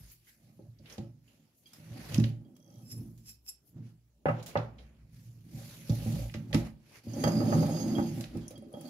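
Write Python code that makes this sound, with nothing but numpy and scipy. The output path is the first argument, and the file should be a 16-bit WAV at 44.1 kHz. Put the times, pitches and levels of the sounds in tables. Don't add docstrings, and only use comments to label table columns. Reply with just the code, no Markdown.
import sys
import numpy as np
from scipy import signal
from scipy.fft import rfft, irfft, next_fast_len
from scipy.io import wavfile
from scipy.ndimage import uniform_filter1d

SR = 44100
rng = np.random.default_rng(int(sys.argv[2]) if len(sys.argv) > 2 else 0)


def master(y):
    cut = np.clip(np.atleast_2d(y).T, -1, 1)
    pcm = np.round(cut * 32767)
    wavfile.write(sys.argv[1], SR, pcm.astype(np.int16))


N = 392049

# [f/Hz, relative density/dB per Hz]
AIR_SPECTRUM = [(18, -72), (30, -11), (64, 3), (88, -1.5), (250, -51.5), (457, -44.5), (1110, -58),
                (15600, -60)]
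# [f/Hz, t60/s]
ROOM_DECAY = [(100, 0.65), (2000, 0.33), (14000, 0.15)]
# [t/s, level/dB]
HUM_LEVEL = [(0.0, -51), (0.25, -80), (1.05, -65), (1.63, -103), (2.21, -41), (2.6, -93), (3.08, -57.5),
             (3.6, -83.5), (4.3, -72), (4.9, -63), (5.43, -65), (5.58, -49.5), (5.79, -72), (5.91, -49),
             (6.2, -42), (6.45, -61), (6.58, -37), (6.98, -88), (7.54, -69), (8.4, -51), (8.88, -91)]
# [start t/s, end t/s, starting level/dB, f/Hz]
LOW_TONES = [(3.106, 3.66, -66.5, 61.7), (3.863, 4.498, -69, 58.8), (4.58, 5.22, -54.5, 60.4)]
# [peak t/s, level/dB, rise/s, fall/s, tilt/dB per octave]
SKIN_BRUSHES = [(0.12, -61.5, 4.1, 0.13, 1), (0.29, -61, 0.099, 0.12, 1.5), (0.45, -72, 0.21, 0.51, 0),
                (0.92, -53.5, 0.11, 0.15, -4), (1.29, -71.5, 0.15, 0.47, -1), (1.58, -70, 0.053, 0.18, 9),
                (1.67, -60.5, 0.0098, 0.058, 1.5), (1.76, -62.5, 0.11, 0.4, -2),
                (2.16, -45, 0.34, 0.065, -3.5), (2.26, -56.5, 0.19, 0.092, -2),
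                (2.72, -75.5, 0.13, 0.67, -4), (2.92, -54, 0.045, 0.033, 2), (3.0, -63.5, 0.49, 0.33, 5),
                (3.29, -55, 0.059, 0.074, 2.5), (3.49, -49.5, 0.038, 0.028, 11.5),
                (3.68, -65, 0.05, 0.079, 7.5), (3.87, -64, 0.084, 0.098, -4.5),
                (4.265, -59, 0.0096, 0.87, -5.5), (4.4, -45, 0.077, 0.066, -9), (4.49, -49, 0.07, 0.19, -7),
                (4.568, -34.5, 0.012, 0.12, -10.5), (4.8, -59, 0.06, 0.23, -7.5),
                (5.16, -66.5, 0.095, 0.74, 0), (6.54, -42.5, 0.013, 0.12, -3),
                (6.67, -50, 0.12, 0.056, -5.5), (6.97, -55, 0.17, 0.079, -4),
                (8.4, -58.5, 0.73, 0.31, -4.5), (8.88, -59, 0.21, 0.058, 0.5)]
# [f/Hz, relative density/dB per Hz]
SLIDE_SPECTRUM = [(410, -4), (700, -8), (1030, -9), (2310, -1.5), (3940, -4), (4490, -0.5), (8490, -6.5),
                  (9670, -2.5), (13200, -1.5), (15600, -13)]
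# [t/s, hiss level/dB, relative drumming level of low modes/dB,
# upper modes re low/dB, tilt of low modes/dB per octave]
BOWL_DRAGGED = [(5.44, -78.5, -57.5, -40, 23), (5.58, -56, -49.5, -1, 5.5), (5.74, -54.5, -51.5, -16, -5),
                (5.83, -57.5, -50, -23, 0), (5.95, -52, -50.5, 2, 0), (6.13, -51, -30.5, -20.5, -4.5),
                (6.22, -53.5, -41.5, -8, -4), (6.33, -61, -50, -15, -13), (6.47, -73, -44, -33, 6.5),
                (6.52, -63, -37.5, -12, -13)]
PLATE_DRAGGED = [(7.035, -64.5, -49, -21, -4), (7.14, -58.5, -43, -6, 21.5), (7.25, -48.5, -29, -10.5, 3),
                 (7.36, -53.5, -30, -8.5, 12.5), (7.56, -50.5, -25.5, -9.5, 5.5), (7.76, -51.5, -33, -6, 9),
                 (7.98, -55, -35, -8, 23), (8.13, -55.5, -37.5, -17, 0), (8.22, -53.5, -40, -8.5, 0),
                 (8.29, -64.5, -66, 4, 22)]
# [t/s, relative peak/dB, centre f/Hz, width/octaves, t60/s]
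HARD_TICKS = [(0.117, -40, 12340, 0.3, 0.13), (0.27, -51.5, 1940, 0.32, 0.3),
              (0.7867, -52.5, 4630, 0.33, 0.063), (0.8575, -43, 2870, 0.48, 0.12),
              (0.8985, -38, 3500, 0.71, 0.07), (0.925, -38, 5640, 0.18, 0.057),
              (0.9802, -35, 3100, 0.82, 0.042), (1.2785, -56, 2900, 0.16, 0.24),
              (1.733, -35, 5250, 3.3, 0.047), (1.735, -40.5, 5250, 0.053, 0.065),
              (2.1441, -15.5, 3600, 1, 0.024), (2.18, -22.5, 5400, 0.13, 0.015),
              (2.1987, -26, 2130, 1.36, 0.033), (2.2396, -20.5, 2700, 0.67, 0.032),
              (2.5646, -46.5, 5650, 3.1, 0.051), (3.1762, -50.5, 7970, 1.9, 0.15),
              (4.257, -36.5, 2190, 0.36, 0.1), (4.286, -42, 2280, 0.31, 0.17),
              (4.4268, -37.5, 5000, 0.92, 0.077), (4.4614, -33, 4500, 1.6, 0.21),
              (4.5734, -29, 3400, 0.46, 0.032), (4.784, -45, 2770, 0.61, 0.13),
              (5.8949, -31.5, 4500, 0.46, 0.06), (6.2966, -34.5, 2300, 0.41, 0.031),
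              (6.3401, -30.5, 2050, 1.03, 0.095), (6.529, -20.5, 2420, 0.85, 0.034),
              (6.545, -14.5, 2500, 1.1, 0.029), (7.135, -36.5, 5900, 0.086, 0.047),
              (7.2385, -19, 3270, 2.1, 0.022), (7.2753, -32, 4610, 1.1, 0.038),
              (8.2092, -25.5, 4350, 1, 0.02), (8.2403, -27, 2700, 0.76, 0.028),
              (8.3706, -38, 2780, 3.1, 0.034), (8.4805, -30.5, 6000, 0.14, 0.029),
              (8.506, -39.5, 6000, 1.9, 0.087), (8.5772, -43, 3280, 4.2, 0.046),
              (8.7272, -53, 3500, 6.5, 0.063), (8.8106, -39, 3400, 5.5, 0.063),
              (8.852, -44.5, 4470, .05, 0.22)]
# [t/s, relative peak/dB]
FINGERNAIL_TICKS = [(8.3704, -40), (8.4802, -29), (8.506, -42), (8.579, -42), (8.624, -47), (8.728, -42),
                    (8.809, -34.5)]
# [start t/s, first relative peak/dB, first gap/s, end t/s]
RATTLE_RUNS = [(2.553, -53, .012, 2.57), (2.601, -49, .025, 2.685), (2.702, -47, .022, 2.835)]
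# [f/Hz, relative level/dB, longest t60/s]
SAUCER_MODES = [(2570, -12, .025), (5290, 2, .032), (5450, -2, .022), (5600, 1, .012), (7280, -9, .05),
                (7460, -3, .035), (8220, -2, .015), (10850, -2, .055), (11400, -3, .04), (14900, -6, .025)]
# [start t/s, end t/s]
SAUCER_STROKES = [(2.82, 2.99), (3.18, 3.4), (3.43, 3.55)]
# [t/s, relative peak/dB]
NAIL_TAPS = [(2.915, -53), (3.258, -52), (3.291, -47), (3.465, -41.5), (3.491, -49)]
# [f/Hz, relative level/dB, longest t60/s]
PLATE_MODES = [(2340, -18, .06), (3200, -6, .08), (3255, 0, .11), (4600, -3, .05), (4720, -1, .045),
               (4830, 2, .06), (4930, -4, .035), (5900, -15, .05), (6500, 0, .07), (9830, -10, .035),
               (12100, -12, .03), (12600, -11, .045), (13000, -15, .045)]
# [t/s, relative peak/dB, tilt/dB per octave away from 3200 Hz]
CLINKS = [(1.656, -64.5, -13), (2.446, -82, -23), (7.138, -71, -16), (7.2376, -50, -2.5),
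          (7.2747, -66.5, 14.5), (7.951, -58, -27), (8.555, -66, -14), (8.736, -65, -28), (8.795, -67, -28)]
# (start t/s, end t/s)
RIM_CONTACT = (7.08, 8.1)
# [start t/s, end t/s]
EGG_ROCKING = [(8.41, 8.46), (8.555, 8.66), (8.735, 8.89)]
# [f/Hz, relative level/dB, longest t60/s]
TABLE_MODES = [(115.6, 5.5, 0.37), (141.8, -7, 0.51), (160.5, 5.5, 0.22), (188, -11, 0.33),
               (220.2, 1.5, 0.22), (248.3, 1, 0.11), (277, -0.5, 0.074), (311.9, -9, 0.19),
               (338.8, -12, 0.29), (413.5, -27.5, 0.52), (512.8, -1.5, 0.16), (554, 5, 0.11),
               (587.4, 6.5, 0.11), (630, -4, 0.052), (685, -4.5, 0.12), (767, -1.5, 0.15),
               (815.7, -1, 0.15), (847.6, -8.5, 0.24), (927, -13, 0.24), (1215, -8, 0.11), (1283, -6, 0.14),
               (1550, -17.5, 0.12), (1710, -18.5, 0.14), (2005, -16.5, 0.14), (2560, -27, .11),
               (2780, -23.5, 0.09)]
# [t/s, relative peak/dB, upper modes re low/dB, tilt of low modes/dB per octave]
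TABLE_KNOCKS = [(0.591, -49.5, 8.5, 27), (0.796, -34, -21, -3), (0.98, -17.5, -11.5, 2.5),
                (1.782, -35.5, -20, -2), (1.905, -26.5, -33, -6), (2.181, -5, -38, 4),
                (2.242, -35, -17, 17), (4.256, -17, 6.5, -2), (4.285, -12, 2, 2.5), (4.555, -16.5, 6.5, -5),
                (5.528, -24, -41, -6.5), (5.893, -7.5, -21, -4), (6.06, -13.5, -18.5, 0.5),
                (6.345, -16.5, -17, -1), (6.528, -26, -1, -9), (6.542, -6, -10.5, 7.5),
                (7.066, -20, -25, 4.5), (7.165, -24, -7, 7), (7.237, -10.5, -1, 6.5), (7.272, -26, 13, 13),
                (7.404, -31, 12.5, 2), (7.429, -20.5, -6, -8), (7.524, -22.5, 9.5, 4),
                (7.552, -14, -15, 12), (7.625, -19.5, 1.5, 3), (7.901, -21, -14, 5), (7.983, -15.5, -1, 15),
                (8.175, -20.5, -11.5, 6), (8.353, -20.5, -13, 13.5), (8.385, -39, -10, 15),
                (8.508, -39, 4, -7), (8.58, -37.5, -14, 18), (8.623, -50, 11.5, 25), (8.665, -44, -32, 23),
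                (8.739, -41.5, 12.5, 22), (8.754, -48, 13, 12), (8.769, -44, 13, 24)]
# [peak t/s, relative level of low modes/dB, rise/s, fall/s,
# upper modes re low/dB, tilt of low modes/dB per octave]
HAND_LEANS = [(0.0, -50.5, 0.11, 0.13, -21, -17.5), (0.5, -55.5, 0.21, 0.081, -13, -1),
              (0.66, -50, 0.18, 0.11, -18, -14), (1.05, -63, 0.054, 0.39, -49, -7),
              (1.4, -64, 0.79, 0.13, -8.5, 6), (1.96, -43.5, 0.2, 0.25, -13, 2.5),
              (2.14, -29.5, 0.07, 0.13, -20.5, -9), (2.42, -62, 0.071, 0.43, -6, 35),
              (2.8, -51.5, 0.29, 0.23, -2, 6), (3.0, -39, 0.25, 0.23, -32, -3),
              (3.78, -40, 0.08, 0.15, -47.5, -5), (4.7, -57.5, 0.59, 0.85, -7, -0.5),
              (5.2, -54, 0.42, 1.8, -47, -13), (8.36, -53.5, 0.11, 0.2, -2, 45.5),
              (8.56, -61.5, 0.53, 0.14, 7, 28), (8.75, -62, 0.024, 0.06, -1, 22),
              (8.88, -49.5, 0.32, 0.44, 1.5, 17.5)]

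AIR_DB = -75
HUM_HZ = 56
DRONE_EDGE_S, DRONE_FADE_DB_PER_S = 0.093, 14
SWELL_DB = 20
BOWL_TILT, PLATE_TILT = -0.89, -1.5
FINGERNAIL_HZ, FINGERNAIL_OCTAVES, FINGERNAIL_T60 = 9750, 0.15, 0.025
RATTLE_HZ, RATTLE_RING_DB = 5850, -37
PLATE_FITS_DB = 4
ROCK_DB = -4.5
PLATE_DRIFT, SAUCER_DRIFT = .005, .004
UPPER_HZ = 450
UPPER_LUMPS_DB = 6
SHUDDER_DB, SHUDDER_RISE_S, SHUDDER_FALL_S = -22.5, .005, 0.14
SOFTEST_DB, HARDEST_DB = -16.5, 0
EDGE_HZ = 15750
STEP = 64
FRAMES = N // STEP + 5


def gain_of(db):
    return 10 ** (np.asarray(db) / 20)


def evened(x):
    return x / np.sqrt(np.mean(abs(x) ** 2) + 1e-20)


def read(points, hz):
    f, value = np.transpose(points)
    return np.interp(np.log(hz + 1), np.log(f + 1), value)


def follow(rows, t):
    s, level_db, *rest = np.transpose(rows)
    return [np.interp(t, s, level_db, -150, -150)] + [np.interp(t, s, c) for c in rest]


def at_each_sample(curves):
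    return [np.interp(np.arange(N), np.arange(len(c)) * STEP, c) for c in curves]


def swells(rows, drags, t):
    s, db, rise, fall, *rest = np.array(rows).T[..., None]
    late = t - s
    drop = np.maximum(-late / np.maximum(rise, .005), late / np.maximum(fall, .005))
    levels_db = np.vstack([db - SWELL_DB * drop, [d[0] for d in drags]])
    power = gain_of(2 * np.maximum(levels_db, -150))
    total = power.sum(0)
    columns = [np.vstack([c + 0 * t, [d[k + 1] for d in drags]]) for k, c in enumerate(rest)]
    return [10 * np.log10(total)] + [(power * c).sum(0) / total for c in columns]


def grit(lumpy_db, size):
    lumps = evened(uniform_filter1d(rng.standard_normal(N), size=size))
    return evened(rng.standard_normal(N) * gain_of(lumpy_db * lumps))


def ring(force, hz, t60, apart, drift=0):
    pole = np.exp((2j * np.pi * hz - np.log(1000) / t60) / SR)
    bend = 1
    if drift:
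        knots = N // 2000 + 2
        wander = np.interp(np.arange(N), np.arange(knots) * 2000, rng.standard_normal(knots))
        bend = np.exp(2j * np.pi * np.cumsum(drift * hz * wander) / SR)
    motion = bend * signal.lfilter([1], [1, -pole], force / bend)
    return np.array([motion.imag, (motion * np.exp(1j * apart)).imag])


def impulse(hz, soft_s):
    push = np.hanning(int(.9 * SR / hz) + 3)
    touch = np.hanning(int(soft_s * SR) + 3)[1:-1]
    turn = np.cos(2 * np.pi * hz * np.arange(int(soft_s * SR) + 1) / SR)
    return np.convolve(push / push.sum(), touch * turn / np.sum(touch * turn ** 2))


def body(modes, rub_db, blows, blow_db, lumpy_db, size, apart_per_khz, soft_s=0, drift=0):
    hz, db, t60 = np.transpose(modes)
    t60 = np.minimum(t60, 6 / np.sqrt(hz))
    steady = np.sqrt(np.sum(gain_of(2 * db) * t60 * SR / np.log(1000) / 4))
    peak = np.sqrt(np.sum(gain_of(2 * db)))
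    chance, sign = rng.standard_normal((2, len(hz), len(blows)))
    out = np.zeros((2, N))
    for k in range(len(hz)):
        force = grit(lumpy_db, size) * gain_of(rub_db(hz[k])) / steady
        push = impulse(hz[k], soft_s)
        strength = np.sign(sign[k] - 1) * gain_of(blow_db(hz[k]) + 3 * chance[k]) / peak
        for s, a in zip(blows, strength):
            start = round(s * SR)
            force[start:start + len(push)] += a * push
        apart = (-1) ** k * apart_per_khz * hz[k] / 1000
        out += gain_of(db[k]) * ring(force, hz[k], t60[k], apart, drift)
    return out


def hiss(db):
    a, b = rng.standard_normal((2, 2, *db.shape)) * gain_of(db)
    z = a + 1j * b
    same = np.exp(-np.fft.rfftfreq(256, 1 / SR) / 900)[:, None]
    z[1] = same * z[0] + np.sqrt(1 - same ** 2) * z[1]
    return signal.istft(z, nperseg=256, noverlap=192)[1][:, :N]


def room(x):
    taps = np.zeros((2, SR // 2))
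    at = np.arange(200, SR // 2 - 20, 20)
    shape = (2, len(at))
    np.put_along_axis(taps, at + rng.integers(0, 20, shape), rng.choice([-1., 1.], shape), 1)
    hz, t, z = signal.stft(taps, SR, nperseg=256)
    t60 = np.maximum(read(ROOM_DECAY, hz), .05)[:, None]
    tail = signal.istft(z * gain_of(-60 * t / t60), SR, nperseg=256)[1]
    return signal.fftconvolve(x, tail / np.linalg.norm(tail[0]), axes=1)[:, :N]


def hum():
    level_db, = follow(HUM_LEVEL, np.arange(N) / SR)
    return evened(ring(rng.standard_normal(N), HUM_HZ, 0.21, 0.082)) * gain_of(level_db)


def drones():
    t, out = np.arange(N) / SR, np.zeros(N)
    for start, end, db, hz in LOW_TONES:
        edge = np.clip(np.minimum(t - start, end - t) / DRONE_EDGE_S, 0, 1)
        fade = gain_of(db - DRONE_FADE_DB_PER_S * (t - start))
        out += edge * fade * np.sqrt(2) * np.sin(2 * np.pi * (hz * t + rng.random()))
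    return out


def slide():
    t = np.arange(FRAMES) * STEP / SR
    drags = [(follow(d, t)[0], tilt + 0 * t)
             for d, tilt in [(BOWL_DRAGGED, BOWL_TILT), (PLATE_DRAGGED, PLATE_TILT)]]
    return swells(SKIN_BRUSHES, drags, t)


def during(spans):
    t = np.arange(N) / SR
    inside = np.any([(a < t) & (t < b) for a, b in spans], axis=0)
    return np.where(inside, at_each_sample(slide())[0], -150)


def sliding():
    hz = np.fft.rfftfreq(256, 1 / SR)[:, None]
    level_db, tilt = slide()
    tilt_db = tilt * np.log2(np.maximum(hz, 500) / 5000)
    patches = uniform_filter1d(rng.standard_normal((129, FRAMES)), size=5, axis=0)
    patches = evened(uniform_filter1d(patches, size=40, axis=1))
    flicker = evened(uniform_filter1d(rng.standard_normal(FRAMES), size=5))
    colour_db = read(SLIDE_SPECTRUM, hz) + tilt_db
    colour_db -= 10 * np.log10(np.sum(gain_of(2 * colour_db), axis=0))
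    patchy_db = 2 * patches
    rub = evened(hiss(colour_db + patchy_db + 1.13 * flicker)) * gain_of(at_each_sample([level_db])[0])
    air = evened(hiss(read(AIR_SPECTRUM, hz) + 2.5 * patches)) * gain_of(AIR_DB)
    return rub + air


def tick(peak_db, hz, octaves, t60):
    t, f = np.arange(8192) / SR, np.fft.rfftfreq(8192, 1 / SR) + 1
    band = np.exp(-(np.log2(f / hz) / max(octaves, .05)) ** 2 / 2)
    noise = irfft(rfft(rng.standard_normal((2, 8192))) * band)
    decay = gain_of(peak_db - 12.5 - 60 * t / max(t60, .004))
    return evened(noise) * decay * np.minimum(t / 0.00047, 1)


def rattle():
    rows = []
    for s, peak_db, gap, end in RATTLE_RUNS:
        while s < end:
            rows.append((s, peak_db))
            s += gap
            gap = max(gap * .75, .0165)
            peak_db -= .9
    return rows


def ticks():
    out = np.zeros((2, N + 8192))
    rows = list(HARD_TICKS)
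    for s, peak_db, hard_db, _ in TABLE_KNOCKS:
        upper_db = peak_db + hard_db
        rows.append((s, upper_db - 9.0 + 0.72 * (upper_db + 7.5), 900, .75, .16))
    rows += [(s, peak_db, FINGERNAIL_HZ, FINGERNAIL_OCTAVES, FINGERNAIL_T60) for s, peak_db in FINGERNAIL_TICKS]
    rows += [(s, peak_db, RATTLE_HZ, .07, .022) for s, peak_db in rattle()]
    for s, *shape in rows:
        start = round(s * SR)
        out[:, start:start + 8192] += tick(*shape)
    return out[:, :N]


def saucer():
    level_db = during(SAUCER_STROKES)
    s, peak_db = np.transpose(NAIL_TAPS)
    firm_db = level_db + .6 * (level_db + 52)
    return body(SAUCER_MODES, lambda hz: firm_db + 9.0, s, lambda hz: peak_db,
                lumpy_db=4, size=600, apart_per_khz=0.69, drift=SAUCER_DRIFT)


def plate():
    drag_db, rock_db = during([RIM_CONTACT]), during(EGG_ROCKING) + ROCK_DB
    bounces = [(s, db + RATTLE_RING_DB, -12) for s, db in rattle()]
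    s, peak_db, tilt_db = np.transpose(CLINKS + bounces)

    def rub_db(hz):
        dragged = drag_db - 23.0 * max(np.log2(4700 / hz), 0)
        return np.maximum(dragged, rock_db - 3.0 * abs(np.log2(hz / 3200)))

    def blow_db(hz):
        return peak_db + 26.5 + tilt_db * abs(np.log2(hz / 3200))

    sung = body(PLATE_MODES, rub_db, s, blow_db, lumpy_db=PLATE_FITS_DB, size=2600,
                apart_per_khz=0.29, soft_s=0.0038, drift=PLATE_DRIFT)
    return sung * gain_of([[-1.5], [1.5]])


def rubbing():
    t = np.arange(FRAMES) * STEP / SR
    shudders = [(s + SHUDDER_RISE_S, db + SHUDDER_DB, SHUDDER_RISE_S, SHUDDER_FALL_S,
                 np.clip(hard_db, SOFTEST_DB, HARDEST_DB), lean_db)
                for s, db, hard_db, lean_db in TABLE_KNOCKS]
    drags = [follow(np.delete(d, 1, axis=1), t) for d in (BOWL_DRAGGED, PLATE_DRAGGED)]
    return at_each_sample(swells(HAND_LEANS + shudders, drags, t))


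def table():
    level_db, upper_db, tilt_db = rubbing()
    s, peak_db, hard_db, lean_db = np.transpose(TABLE_KNOCKS)
    hard_peak_db = peak_db + hard_db
    low = body([m for m in TABLE_MODES if m[0] < UPPER_HZ],
               lambda hz: level_db + .5 + tilt_db * np.log2(min(hz, 250) / 160),
               s, lambda hz: peak_db - 6.0 + lean_db * np.log2(hz / 160),
               2.85, size=400, apart_per_khz=1.36)
    upper = body([m for m in TABLE_MODES if m[0] > UPPER_HZ],
                 lambda hz: level_db + upper_db - 2.5 - 3.6 * np.log2(hz / 600),
                 s, lambda hz: hard_peak_db - 5.5 + 0.62 * (hard_peak_db + 19.0) * np.log2(hz / 650),
                 UPPER_LUMPS_DB, size=200, apart_per_khz=1.49)
    radiates_hz = 92
    radiation = signal.butter(4, radiates_hz, "high", fs=SR, output="sos")
    return signal.sosfilt(radiation, low + upper) * gain_of([[-.8], [.8]])


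def scene():
    background = hum() + drones() + sliding()
    small = ticks() + saucer() + plate()
    wood = table()
    return background + small + wood + room(gain_of(-27.0) * wood + gain_of(-8.5) * small)


def record(dry):
    size = next_fast_len(N)
    hz = np.fft.rfftfreq(size, 1 / SR)
    notch_db = -8.5 * np.exp(-((hz - 8500) / 450) ** 2)
    # [f/Hz, level/dB]
    balance = [(1000, 0.0), (4500, -4.5), (7000, -10.0), (9000, 8.5), (15000, 0.5)]
    balance_db = np.array([[.5], [-.5]]) * read(balance, hz)
    heard = irfft(rfft(dry, size) * gain_of(notch_db + balance_db), size)[:, :N]
    low_cut_hz = 46
    heard = signal.sosfilt(signal.butter(4, low_cut_hz, "high", fs=SR, output="sos"), heard)
    band_limit = signal.firwin(511, EDGE_HZ, window=("kaiser", 9), fs=SR)
    return signal.oaconvolve(heard, band_limit[None], "same")


dry = scene()
out = record(dry)
master(out)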